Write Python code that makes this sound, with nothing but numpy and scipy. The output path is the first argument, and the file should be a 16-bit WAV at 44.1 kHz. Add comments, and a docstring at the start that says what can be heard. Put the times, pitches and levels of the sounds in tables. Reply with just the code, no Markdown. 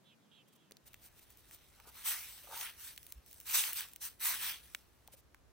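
"""Camp stove in the snow

Out on quiet snow, a bird rasps in the distance. Nearer the microphone a knife nicks a twig while
food fries faintly on a camp stove. Then a wooden stick stirs the pan: every push brings wet food
onto hot metal and the sizzle flares. Fat spits, the stick ticks and judders on the pan, and light
air rumbles at the microphone's two ports."""
import sys
import numpy as np
from scipy import signal
from scipy.fft import rfft, irfft
from scipy.io import wavfile

SR = 44100
rng = np.random.default_rng(int(sys.argv[2]) if len(sys.argv) > 2 else 0)


def dump(signal):
    """Clip the signal to [-1, 1] and save it as 16-bit WAV at the path in sys.argv[1]."""
    limited = np.clip(np.atleast_2d(signal).T, -1, 1)
    pcm = np.round(limited * 32767).astype(np.int16)
    wavfile.write(sys.argv[1], SR, pcm)


N = 243413
TIME = np.arange(N) / SR
BINS = np.maximum(np.fft.rfftfreq(N, 1 / SR), 1)


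def from_db(db):
    """Decibels to gain."""
    return 10 ** (np.asarray(db) / 20)


def unit_rms(x):
    """Scale to unit power."""
    return x / np.sqrt(np.mean(x ** 2) + 1e-20)


def over_bins(points):
    """Rows of Hz and value, joined on a log frequency axis."""
    hz, value = np.transpose(points)
    return np.interp(np.log(BINS), np.log(hz), value)


def colour(x, spectrum):
    """Give a signal a spectrum, at unit power."""
    return unit_rms(irfft(rfft(x) * from_db(over_bins(spectrum)), N))


def drift(hz):
    """A random wander of unit power, mostly slower than hz."""
    return unit_rms(irfft(rfft(rng.standard_normal(N)) / (1 + (BINS / hz) ** 2), N))


def rise(start, length):
    """A smooth step from 0 to 1."""
    return np.sin(np.pi / 2 * np.clip((TIME - start) / length, 0, 1)) ** 2


def swell(start, length):
    """One smooth rise and fall."""
    return np.sin(np.pi * np.clip((TIME - start) / length, 0, 1))


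def widen(pair, likeness):
    """Two unrelated signals become left and right, with a likeness per frequency."""
    alike = np.clip(over_bins(likeness), -1, 1)
    mid, side = rfft(pair)
    return irfft(np.sqrt((1 + alike) / 2) * mid + np.sqrt((1 - alike) / 2) * side * [[1], [-1]], N)


def ring(force, modes):
    """Decaying modes, alternating in sign, driven by a force."""
    out = 0
    for k, (hz, db, t60) in enumerate(modes):
        radius, angle = from_db(-60 / (t60 * SR)), 2 * np.pi * hz / SR
        poles = [1, -2 * radius * np.cos(angle), radius ** 2]
        out = out + (-1) ** k * from_db(db) * signal.lfilter([.5, 0, -.5], poles, force + 1e-18)
    return out


def grains(per_s, spread_db):
    """Two streams of tiny bursts of uneven size; the power does not depend on the rate."""
    chance = np.clip(per_s / SR, 1e-4, 1)
    sizes = from_db(spread_db * np.minimum(rng.exponential(1, (2, N)), 4.5))
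    fired = rng.random((2, N)) < chance
    return unit_rms(fired * sizes * rng.choice([-1, 1], (2, N)) / np.sqrt(chance))


def uneven_run(start, end, per_s, jitter, spread_db, size=64):
    """Times and level offsets of small events that follow each other unevenly."""
    chance = rng.standard_normal((size, 2))
    times = start + (np.arange(size) + jitter * chance[:, 0]) / per_s
    return [(s, db) for s, db in zip(times, spread_db * chance[:, 1]) if 0 < s < end]


# Still air over the snow, a low drone, and air on the microphone.
# Each row: frequency in Hz, relative spectral level in dB.
AIR_SPECTRUM = [(25, -31.5), (80, -12.5), (160, -3.5), (320, -4), (800, -9.5), (1500, -13), (3000, -19),
                (6000, -20.5), (10000, -25), (16000, -26.5)]
DRONE_SPECTRUM = [(40, -37.5), (85, -14), (140, 2), (200, 0), (300, -7), (600, -54), (1500, -49)]
RUMBLE_SPECTRUM = [(22, -18), (40, -10), (56, -1.5), (80, -7.5), (120, -11), (250, -36), (600, -91)]
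# All three at the two ports. Each row: frequency in Hz, left-right likeness from 0 to 1.
OUTDOOR_LIKENESS = [(30, 0.17), (80, 0.56), (300, 0.3), (1500, 0.32), (5000, 0.12), (16000, 0.15)]


def outdoors():
    """Faint open air all around; near 0.8 s the soft drone sinks and the bass opens into a low rumble."""
    change = rise(start=.79, length=.063)
    drone_db = -73 - 13.5 * change
    rumble_db = -101 + 31 * change
    layers = (-71, AIR_SPECTRUM), (drone_db, DRONE_SPECTRUM), (rumble_db, RUMBLE_SPECTRUM)
    return sum(from_db(db) * widen(colour(rng.standard_normal((2, N)), spectrum), OUTDOOR_LIKENESS)
               for db, spectrum in layers)


# A bird, far off. Each row: start, length and attack in seconds, top pitch in Hz, relative level in dB.
DISTANT_CALLS = [(0.019, 0.14, 0.064, 3484, -68.5), (0.311, 0.13, 0.0054, 3345, -67)]
# Its echoes off the slope. Each row: delay in seconds, level against the call in dB.
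SLOPE_ECHOES = [(.15, -13.5), (.24, -12), (.275, -13)]


def bird(rasp_hz=400, rasp_radians=.95, waver=.043, top_s=.046, bend_octaves=.1, release_s=.036):
    """A distant arched call with a fast, uneven rasp, blurred on its way and echoed by the slope."""
    rasp = rasp_radians * np.sin(2 * np.pi * np.cumsum(rasp_hz * (1 + .15 * drift(120))) / SR)
    unsteady = 1 + waver * drift(820)
    call = 0
    for s, length, attack, top_hz, db in DISTANT_CALLS:
        hz = top_hz * 2 ** (-bend_octaves * (np.clip(TIME - s, 0, length) / top_s - 1) ** 2)
        envelope = rise(s, attack) * (1 - rise(s + length - release_s, release_s))
        tone = unit_rms(np.sin(2 * np.pi * np.cumsum(hz * unsteady) / SR + rasp))
        call = call + from_db(db) * envelope * tone
    call = call + sum(from_db(db) * np.interp(TIME - delay, TIME, call, left=0)
                      for delay, db in SLOPE_ECHOES)
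    age = TIME[:SR // 10]
    paths = rng.standard_normal((2, len(age))) * from_db(-60 * age / .013)   # 60 dB down in 13 ms
    blurred = signal.fftconvolve(call[None], paths / np.linalg.norm(paths[0]))[:, :N]
    return .75 * call + .49 * blurred


# Sleeve, shavings and food, near the microphone. Each row: start and length in seconds, level in dB.
BRIEF_RUSTLES = [(0.854, 0.042, -57.5), (1.008, 0.087, -58), (1.505, 0.068, -55.5), (1.86, 0.052, -56),
                 (5.115, 0.042, -57), (5.158, 0.056, -63.5)]
# The twig being handled. Each row: start and end in seconds, rustles per second, level in dB.
TWIG_HANDLING = [(.475, .575, 25, -68.5), (1.149, 1.49, 12.57, -64)]
# The colour of both. Each row: frequency in Hz, relative spectral level in dB.
RUSTLE_SPECTRUM = [(400, -7), (1000, -11), (3000, -3.5), (5000, -4), (8500, -1.5), (10300, 3),
                   (12200, -3.5), (14800, 5), (16000, -17)]
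# Rustle and sizzle at the two ports. Each row: frequency in Hz, left-right likeness from 0 to 1.
FRONT_LIKENESS = [(300, 0.23), (1000, 0.87), (2100, 1), (3300, 0.34), (4400, 0.81), (5300, 0.067),
                  (6000, 0.76), (7000, 0.51), (8400, 0.68), (9300, 0.99), (11000, 1), (12000, 1),
                  (12800, 0.28), (14000, .99)]


def rustles(sounding_share=.6):
    """Short crisp sweeps of fine grains, and fainter ones in uneven runs as the twig is handled."""
    faint = [(s, sounding_share / per_s, run_db + db) for start, end, per_s, run_db in TWIG_HANDLING
             for s, db in uneven_run(start, end, per_s, jitter=.25, spread_db=1.5)]
    effort = sum(swell(s, length) * from_db(db) for s, length, db in BRIEF_RUSTLES + faint)
    return effort * widen(colour(grains(7000, spread_db=3.5), RUSTLE_SPECTRUM), FRONT_LIKENESS)


# Blade and wood in front of the microphone.
# Each row: time in seconds, wood pitch in Hz, body level in dB, snap level in dB before its boost.
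WOOD_TICKS = [(0.7104, 1700, -40.5, -36), (0.7202, 4600, -34.5, -37), (0.769, 4500, -38, -43),
              (0.9328, 3350, -42, -38), (0.9427, 2440, -30, -34), (1.1935, 2280, -45, -39),
              (1.3038, 2100, -45.5, -38), (1.373, 2800, -55, -39), (1.511, 2000, -38.5, -37),
              (1.5459, 2100, -42, -37), (1.8005, 1300, -35, -43), (2.6122, 3300, -22, -52),
              (2.9774, 3230, -27, -30), (3.0663, 3370, -39.5, -30), (3.123, 3170, -30.5, -21.5),
              (3.639, 2830, -15.5, -32), (3.732, 2780, -30, -17), (3.8073, 2200, -26, -20),
              (3.961, 3130, -34.5, -27.5), (4.7485, 2550, -12.5, -21.5), (5.0763, 3200, -39.5, -32.5),
              (5.3458, 1470, -34, -43)]
# A tick's woody body. Each row: multiple of its pitch, relative level in dB, t60 in seconds.
BODY_MODES = [(.64, -0.5, 0.0016), (1, 1.5, 0.0025), (1.4, -4.5, 0.0023)]
# Its bright snap. Each row: frequency in Hz, relative level in dB, t60 in seconds.
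SNAP_MODES = [(6040, -15, 0.002), (8240, -13.5, 0.0021), (9660, -9, 0.0024), (15900, -0.5, 0.0013)]


def ticks(events, snap_boost_db=3, scatter_db=-3.5, scatter_t60=.014):
    """Each sharp contact rings as a woody click and a bright snap, with a short scatter from the pan."""
    out, age = np.zeros((2, N)), TIME[:SR // 20]
    impulse = signal.unit_impulse(len(age))
    low_cut = signal.butter(2, 800, "high", fs=SR, output="sos")   # small things radiate no bass
    contact = signal.sosfilt(low_cut, impulse)
    for s, wood_hz, body_db, snap_db in events:
        body = ring(contact, [(ratio * wood_hz, db, t60) for ratio, db, t60 in BODY_MODES])
        snap = ring(contact, [(hz * (1 + .03 * rng.normal()), db + 2 * rng.normal(), t60)
                              for hz, db, t60 in SNAP_MODES])
        click = from_db(body_db) * body / np.linalg.norm(body)
        click += from_db(snap_db + snap_boost_db) * snap / np.linalg.norm(snap)
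        scatter = rng.standard_normal((2, len(age))) * from_db(-60 * age / scatter_t60)
        paths = impulse + from_db(scatter_db) * scatter / np.linalg.norm(scatter[0])
        start = round(s * SR)
        out[:, start:start + len(age)] += signal.fftconvolve(paths, click[None])[:, :len(age)]
    return out


# Hands, stick and food at the stove. Each row: time in seconds, pitch in Hz, peak in dB, t60 in seconds.
DULL_KNOCKS = [(.710, 484, -53, 0.017), (0.7192, 433, -49, 0.015), (1.873, 430, -54, 0.018),
               (2.442, 586, -58.5, 0.061), (2.489, 554, -53, 0.087), (2.533, 860, -49, .025),
               (2.543, 1350, -38.5, 0.0094), (2.567, 945, -46, 0.074), (3.85, 1120, -51, 0.022),
               (5.084, 805, -49.5, 0.016), (5.139, 540, -55.5, 0.05)]


def knocks():
    """Soft contacts, each one damped tone."""
    out = np.zeros(N)
    for s, hz, db, t60 in DULL_KNOCKS:
        age = np.maximum(TIME - s, 0)
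        out += np.sin(2 * np.pi * hz * age) * from_db(db - 60 * np.minimum(age / t60, 3))
    return out


# Food left to itself on the stove. Each row: time in seconds, relative level in dB.
SIMMER_LEVELS = [(.8, -88), (.9, -73.5), (1.8, -69.5), (3.2, -76), (5.1, -79.5), (5.3, -96.5)]
# The stick pushing through the food. Each row: start, rise and hold in seconds,
# decay in dB per second, relative levels of fine fizz and coarse sputter in dB.
STICK_PUSHES = [(1.905, 0.087, .05, 150, -54.5, -57.5), (2.033, 0.045, 0.024, 128.5, -35.5, -43),
                (2.192, 0.038, 0.094, 40.5, -53.5, -59.5), (2.463, 0.14, 0.043, 210, -44, -48.5),
                (2.738, .11, .025, 155, -51, -59), (2.973, 0.035, 0.11, 204, -65, -74.5),
                (3.24, 0.044, 0.015, 21, -61, -73), (3.439, 0.074, 0.025, 154.5, -40.5, -47.5),
                (3.518, 0.038, 0.029, 109.5, -30, -37), (3.746, 0.028, 0.011, 242.5, -39.5, -47),
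                (3.996, 0.041, 0.016, 314, -41.5, -53), (4.183, 0.085, 0.032, 161, -34.5, -42),
                (4.368, .07, 0.047, 202, -40.5, -44), (4.588, 0.049, 0.14, 178, -65, -70)]


def sizzle_levels(simmer_sputter_db=-2, linger_s=.021):
    """Gains of fizz and sputter: the flares of all pushes add in power to the simmer."""
    times, simmer_db = np.transpose(SIMMER_LEVELS)
    fizz_power = from_db(np.interp(TIME, times, simmer_db, left=-140, right=-140)) ** 2
    sputter_power = fizz_power * from_db(simmer_sputter_db) ** 2
    for s, attack, hold, db_per_s, fizz_db, sputter_db in STICK_PUSHES:
        fizz_power += (from_db(fizz_db) * flare(s, attack, hold, db_per_s)) ** 2
        sputter_power += (from_db(sputter_db) * flare(s, attack, hold + linger_s, db_per_s)) ** 2
    return np.sqrt(fizz_power), np.sqrt(sputter_power)


# The sizzle as it reaches the microphone. Each row: frequency in Hz, relative spectral level in dB.
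SIZZLE_SPECTRUM = [(300, -28), (550, -27), (900, -12), (1600, -7), (4000, -5), (4700, -7), (6000, -2),
                   (6900, -7.5), (8000, -2), (9100, -4.5), (10300, 3.5), (12200, -4), (14300, 1.5),
                   (15700, -7)]


def frying(split_hz=4500, fizz_db=1.5, sputter_db=-.51, crackle_db=-8.5, flutter_db=1):
    """Steam pockets burst on the hot metal: crackles at rest, a dense hiss when the food is pushed."""
    fizz, sputter = sizzle_levels()
    push = np.sqrt(fizz / fizz.max())
    hiss = grains(1500 + 26000 * push, spread_db=2.5)
    crackle = from_db(crackle_db) * grains(200 + 4000 * push, spread_db=3)
    bursts = colour(food_hollows(hiss + crackle), SIZZLE_SPECTRUM)
    spectrum = rfft(widen(bursts, FRONT_LIKENESS))
    low_pass = 1 / (1 + (BINS / split_hz) ** 8)
    coarse = from_db(sputter_db) * sputter * unit_rms(irfft(spectrum * low_pass, N))
    fine = from_db(fizz_db) * fizz * unit_rms(irfft(spectrum * (1 - low_pass), N))
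    return (fine + coarse) * from_db(flutter_db * drift(40))


def food_hollows(pair, depth_db=2.2, width_hz=130, hold_s=.018, size=256):
    """Broad resonances come and go, as the hollows in stirred food change shape."""
    frames = dict(nperseg=size, noverlap=size * 3 // 4)
    spectra = signal.stft(pair, **frames)[2]
    ripple = rng.standard_normal(spectra.shape[1:])
    # smooth over frequency, then over time
    for axis, extent in enumerate((width_hz * size / SR, hold_s * SR * 4 / size)):
        window = np.exp(-.5 * (np.arange(-30, 31) / extent) ** 2)
        ripple = signal.fftconvolve(ripple, np.expand_dims(window, 1 - axis), mode="same")
    return signal.istft(spectra * from_db(depth_db * unit_rms(ripple)), **frames)[1][:, :N]


# The stick dragged over the pan. Each row: start and length in seconds, level in dB.
STICK_DRAGS = [(1.766, 0.062, -68), (1.837, 0.084, -64), (2.464, 0.028, -61), (2.493, 0.082, -52),
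               (2.572, 0.089, -58)]
# The metal pan on the stove. Each row: frequency in Hz, relative level in dB, t60 in seconds.
PAN_MODES = [(473, -7.5, 0.011), (665, -1.5, 0.0082), (833, 2.5, 0.02), (910, 2, 0.013),
             (1206, -3.5, 0.017), (1500, -6, 0.012)]


def stick_drag():
    """The stick judders over the pan, whose modes are damped by the food."""
    effort = sum(swell(s, length) * from_db(db) for s, length, db in STICK_DRAGS)
    judder = grains(500, spread_db=-1)[0]
    return effort * unit_rms(ring(judder, PAN_MODES))


def flare(start, attack, hold, db_per_s):
    """Wet food meets hot metal: the sizzle rises, holds and dies as the water boils off."""
    return rise(start, attack) * from_db(-db_per_s * np.maximum(TIME - start - attack - hold, 0))


# Fat spitting in the pan between the strong pushes. Each row: start and end in seconds, spits per second.
SPIT_RUNS = [(2.955, 3.184, 14), (3.261, 3.44, 30.2), (3.9, 3.95, 35)]


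def fat_spits(hz=2930, body_db=-44, snap_db=-34):
    """Drops of fat burst at uneven times, as rows of small, bright ticks."""
    return [(s, hz, body_db + db, snap_db + db) for start, end, per_s in SPIT_RUNS
            for s, db in uneven_run(start, end, per_s, jitter=.52, spread_db=2.5)]


def bump(start=3.14, length=.075, db=-48.5, hz=57):
    """One soft low thump of a few cycles."""
    return from_db(db) * swell(start, length) ** 2 * np.sin(2 * np.pi * hz * (TIME - start))


# Sound from the front at the microphone's ports. Each row: frequency in Hz, lead of the left in radians.
FRONT_PHASE = [(20, 0), (2400, 0), (3300, 1.3), (4350, 0), (4950, 1.1), (6200, 0), (7250, 2.0), (8200, 0),
               (8900, 0), (9350, -1.8), (10000, -1.3), (10700, -np.pi), (12050, -np.pi), (12700, -1.8),
               (13500, 0)]


def scene():
    """The stove in front reaches the two ports with a phase difference; bird and air lie around it."""
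    front = frying() + ticks(WOOD_TICKS + fat_spits()) + knocks() + stick_drag() + rustles() + bump()
    port_shift = np.exp(.5j * over_bins(FRONT_PHASE) * [[1], [-1]])
    return irfft(rfft(front) * port_shift, N) + bird() + outdoors()


def record(dry):
    """The treble is cut steeply above 15.9 kHz."""
    return signal.sosfilt(signal.ellip(10, .1, 70, 15900, fs=SR, output="sos"), dry)


dry = scene()
out = record(dry)
dump(out)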